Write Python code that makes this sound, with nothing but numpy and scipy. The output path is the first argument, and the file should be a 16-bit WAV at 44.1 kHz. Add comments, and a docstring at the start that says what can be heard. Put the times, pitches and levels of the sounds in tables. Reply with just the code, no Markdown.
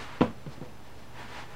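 """A soft brush of hands, then a quick double slap: a stiff board book lands on a wooden table,
one edge first, then the whole cover. Each contact rings book and table, cracks, and carries on in a
small room. Gloved fingers tap and nudge the book; hands and sleeves brush over cover and table.
A close mono microphone hears it over a low hum and its own hiss."""
import sys
import numpy as np
from scipy import signal
from scipy.fft import rfft, irfft, next_fast_len
from scipy.io import wavfile

SR = 44100
rng = np.random.default_rng(int(sys.argv[2]) if len(sys.argv) > 2 else 0)


def output_pcm(signal):
    """Save a mono or channel-first signal as 16-bit PCM at the path in sys.argv[1].

    Samples are clipped to [-1, 1] before scaling.
    """
    pcm = np.clip(np.atleast_2d(signal).T, -1, 1) * 32767
    wavfile.write(sys.argv[1], SR, np.round(pcm).astype(np.int16))


N = 68355
t = np.arange(N) / SR


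def undb(db):
    """Decibels to gain."""
    return 10 ** (np.asarray(db) / 20)


def colour(x, points):
    """Causal EQ through (f/Hz, level/dB) points that keeps the power of white noise."""
    hz, db = np.array(points).T
    size = 2 * next_fast_len(N)
    f = np.maximum(np.fft.rfftfreq(size, 1 / SR), 1)
    gain = undb(np.interp(np.log(f), np.log(hz), db))
    cepstrum = irfft(np.log(gain / np.sqrt(np.mean(gain ** 2))))
    cepstrum[1:size // 2] *= 2  # fold to minimum phase: no pre-ring
    cepstrum[size // 2 + 1:] = 0
    return irfft(rfft(x, size) * np.exp(rfft(cepstrum)))[:N]


def noise(points, envelope=1):
    """White noise under an envelope, then through the EQ."""
    return colour(envelope * rng.standard_normal(N), points)


def wander(hz):
    """Random modulator that glides to a new value hz times a second."""
    return np.interp(t * hz, np.arange(N), rng.standard_normal(N))


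def fade(t60):
    """Exponential decay, 60 dB down after t60 seconds."""
    return np.exp(-np.log(1000) * t / t60)


def ring(modes):
    """Free ringing of a bank of modes after a blow."""
    return sum(undb(db) * fade(t60) * np.cos(2 * np.pi * hz * t) for hz, db, t60 in modes)


# EQ of the microphone hiss: f/Hz, level/dB
HISS_EQ = [(100, 4.5), (2000, -22.5), (5000, 2.5), (10000, 5), (16000, 4)]
HISS_DB = -65.5

def mic_hiss():
    """The microphone's faint, bright self-noise."""
    return undb(HISS_DB) * noise(HISS_EQ)


# EQ of the still air: f/Hz, level/dB
AIR_EQ = [(20, -2.5), (50, -12.5), (70, -2.5), (120, -2.5), (180, -3), (400, -7), (850, -9.5),
          (1500, -15.5), (3000, -21), (6000, -28.5), (10000, -39), (15000, -51.5)]
# hum partials: f/Hz, level/dB
HUM_PARTIALS = [(70, -56.5), (119.5, -53.5)]
AIR_DB, WAVER_DB, WAVER_HZ = -50.5, -1.5, 7.46

def room_tone():
    """A soft bed of air with a low, wavering hum."""
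    hum = 0
    for hz, db in HUM_PARTIALS:
        level = undb(db + WAVER_DB * wander(WAVER_HZ))
        hum += level * np.sin(2 * np.pi * (hz * t + rng.random()))
    return undb(AIR_DB) * noise(AIR_EQ) + hum


# EQ of the glove rubbing on board: f/Hz, level/dB
GLOVE_EQ = [(60, -9), (170, -43), (255, -6.5), (350, -20), (600, -3.5), (950, 3), (1150, 0), (1500, 0.5),
            (2000, -2), (3000, -8.5), (5000, -21.5), (9000, -60), (15000, -63)]
# EQ of the cloth swish: f/Hz, level/dB
CLOTH_EQ = [(500, 10.5), (1500, -5.5), (2800, 3), (4100, 1.5), (6500, -6.5), (9000, -11.5), (11000, -24.5),
            (15000, -37)]
# resonances of the rubbed cover: f/Hz, level/dB, t60/s
COVER_MODES = [(246.2, 1, 0.15), (480, -9, 0.1), (631, -2, 0.12), (815.4, 0.5, 0.26), (965.3, 3, .17),
               (1456, -4, 0.097), (1774, -1, 0.3), (2530, -23, 0.067)]
# hand strokes: peak t/s, rise/s, fall/s, level/dB, cloth trim/dB, cover send/dB
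HAND_STROKES = [(0.024, 0.12, 0.046, -45, 4, -29), (0.128, 0.21, 0.11, -46.5, -2.5, -18),
                (0.529, 0.033, 0.048, -57, 8, -9), (0.651, .05, 0.054, -61, 3.5, -6),
                (0.875, 0.045, 0.041, -61, 2.5, 3), (1.0, 0.049, 0.057, -61, 7, -1),
                (1.205, 0.058, 0.07, -45.5, -1.5, -1.5), (1.387, 0.11, 0.065, -43.5, 0.5, -7),
                (1.53, 0.063, 0.059, -52.5, 0.5, -1.5)]
CLOTH_DB, GRAIN_DB, GRAIN_HZ = -5, 0.5, 118.7

def brushing_hands():
    """Strokes swell and die away: the glove catches finely and stirs the cover, and cloth swishes along."""
    glove_power, cloth_power, cover_power = 0, 0, 0
    for peak, rise, fall, db, cloth_db, cover_db in HAND_STROKES:
        width = np.where(t < peak, rise, fall)
        swell = undb(db) * np.exp(-((t - peak) / width) ** 2)
        glove_power += swell ** 2
        cloth_power += (swell * undb(CLOTH_DB + cloth_db)) ** 2
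        cover_power += (swell * undb(cover_db)) ** 2
    glove = np.sqrt(glove_power) * noise(GLOVE_EQ)
    cloth = np.sqrt(cloth_power) * noise(CLOTH_EQ)
    grain = undb(GRAIN_DB * wander(GRAIN_HZ))
    cover = ring(COVER_MODES)
    drive = np.sqrt(cover_power) * rng.standard_normal(N)
    stirred = signal.fftconvolve(drive, cover / np.linalg.norm(cover))[:N]
    return (glove + cloth) * grain + stirred


SWAY_HZ, SAG_HZ, SAG_S, SWAY_DB, SWAY_T60_S = 116.6, 60, 0.024, -20.5, .19

def book_sway():
    """Low swing of the pressed book; its pitch sags as the press eases."""
    hz = SWAY_HZ + SAG_HZ * np.exp(-t / SAG_S)
    return undb(SWAY_DB) * fade(SWAY_T60_S) * np.cos(2 * np.pi * np.cumsum(hz) / SR)


# modes of book and table: f/Hz, level/dB, t60/s
BODY_MODES = [(107.7, -28.5, 0.24), (177.5, -35.5, 0.37), (224.8, -20.5, 0.24), (250.5, -14, 0.078),
              (311.3, -14.5, 0.063), (344, -36, 0.066), (396, -33.5, 0.1), (496.4, -15.5, 0.13),
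              (564.6, -35, 0.23), (615.5, -26.5, 0.2), (695, -28, 0.16), (952, -23.5, 0.06),
              (979, -25, 0.12), (1358, -17, 0.034)]
# EQ of the dry contact crack: f/Hz, level/dB
CRACK_EQ = [(30, -28.5), (100, -4), (250, 8.5), (500, 11.5), (750, -9.5), (1000, -2), (1250, -13.5),
            (1800, -14), (2700, -12.5), (4000, -20), (7000, -39), (10000, -56), (15000, -64)]
# EQ of the crack's tail in the room: f/Hz, level/dB
TAIL_EQ = [(50, -17), (120, -0.5), (250, 4.5), (390, -3), (520, -2.5), (780, -9), (1000, -3.5), (1800, -16),
           (2800, -18.5), (5000, -32), (9000, -41.5), (15000, -58)]
CRACK_DB, CRACK_T60_S = -15.5, .035
TAIL_DB, TAIL_T60_S, TAIL_RISE_S = -29, 0.28, 0.005
BUILD_S = 0.00057  # the modes build up across the book
RADIATE_HZ = 50.4  # the book radiates little below this

def impacts(hits):
    """Each hit thumps the book and cracks, with a room tail; a longer contact gives a duller thump."""
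    body = ring(BODY_MODES) * (1 - np.exp(-t / BUILD_S))
    sway = book_sway()
    tail_envelope = fade(TAIL_T60_S) * (1 - np.exp(-t / TAIL_RISE_S))
    mix = np.zeros(N)
    for start, db, contact_ms, crack_db, sway_db in hits:
        age = t * 1000 / contact_ms  # in contact times
        push = age ** 2 * np.exp(-2 * np.pi * age)
        thump = signal.fftconvolve(body + undb(sway_db) * sway, push / push.sum())[:N]
        crack = undb(CRACK_DB) * noise(CRACK_EQ, fade(CRACK_T60_S))
        tail = undb(TAIL_DB) * noise(TAIL_EQ, tail_envelope)
        hit = thump + undb(crack_db) * (crack + tail)
        onset = int(start * SR)
        mix[onset:] += undb(db) * hit[:N - onset]
    low_cut = signal.butter(2, RADIATE_HZ, "highpass", fs=SR, output="sos")
    return signal.sosfilt(low_cut, mix)


# finger hits: t/s, level/dB, contact/ms, crack trim/dB, sway trim/dB
FINGER_HITS = [(0.448, -45, 0.25, 7, -16), (0.4637, -23, 1.57, 4.5, 13), (0.578, -27.5, 1.9, -19, -12),
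               (0.6128, -21.5, 1.3, -0.5, 10.5), (0.6245, -23, 0.57, -17, -4), (0.657, -35, 0.77, 7, -10),
               (0.689, -27.5, 2.1, -12, -13)]

def finger_taps():
    """Gloved fingers knock lightly against the book and nudge it."""
    return impacts(FINGER_HITS)


# edge hit, then cover hit: t/s, level/dB, contact/ms, crack trim/dB, sway trim/dB
LANDING_HITS = [(0.2080, -3, 0.73, 2, -36), (0.2154, 0, 0.46, 1, -23)]

def book_landing():
    """One edge meets the table and the whole cover slaps down just behind it."""
    return impacts(LANDING_HITS)


def scene():
    """Book, fingers, hands and room tone, the same in both channels."""
    mono = book_landing() + finger_taps() + brushing_hands() + room_tone()
    return np.array([mono, mono])


HIGH_CUT_HZ, DC_OFFSET = 15750, .0078

def record(dry):
    """Each channel gets its own hiss, then a steep high cut and a small steady offset."""
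    wet = dry + np.array([mic_hiss(), mic_hiss()])
    high_cut = signal.ellip(10, .1, 80, HIGH_CUT_HZ, fs=SR, output="sos")
    return signal.sosfilt(high_cut, wet) + DC_OFFSET


dry = scene()
out = record(dry)
output_pcm(out)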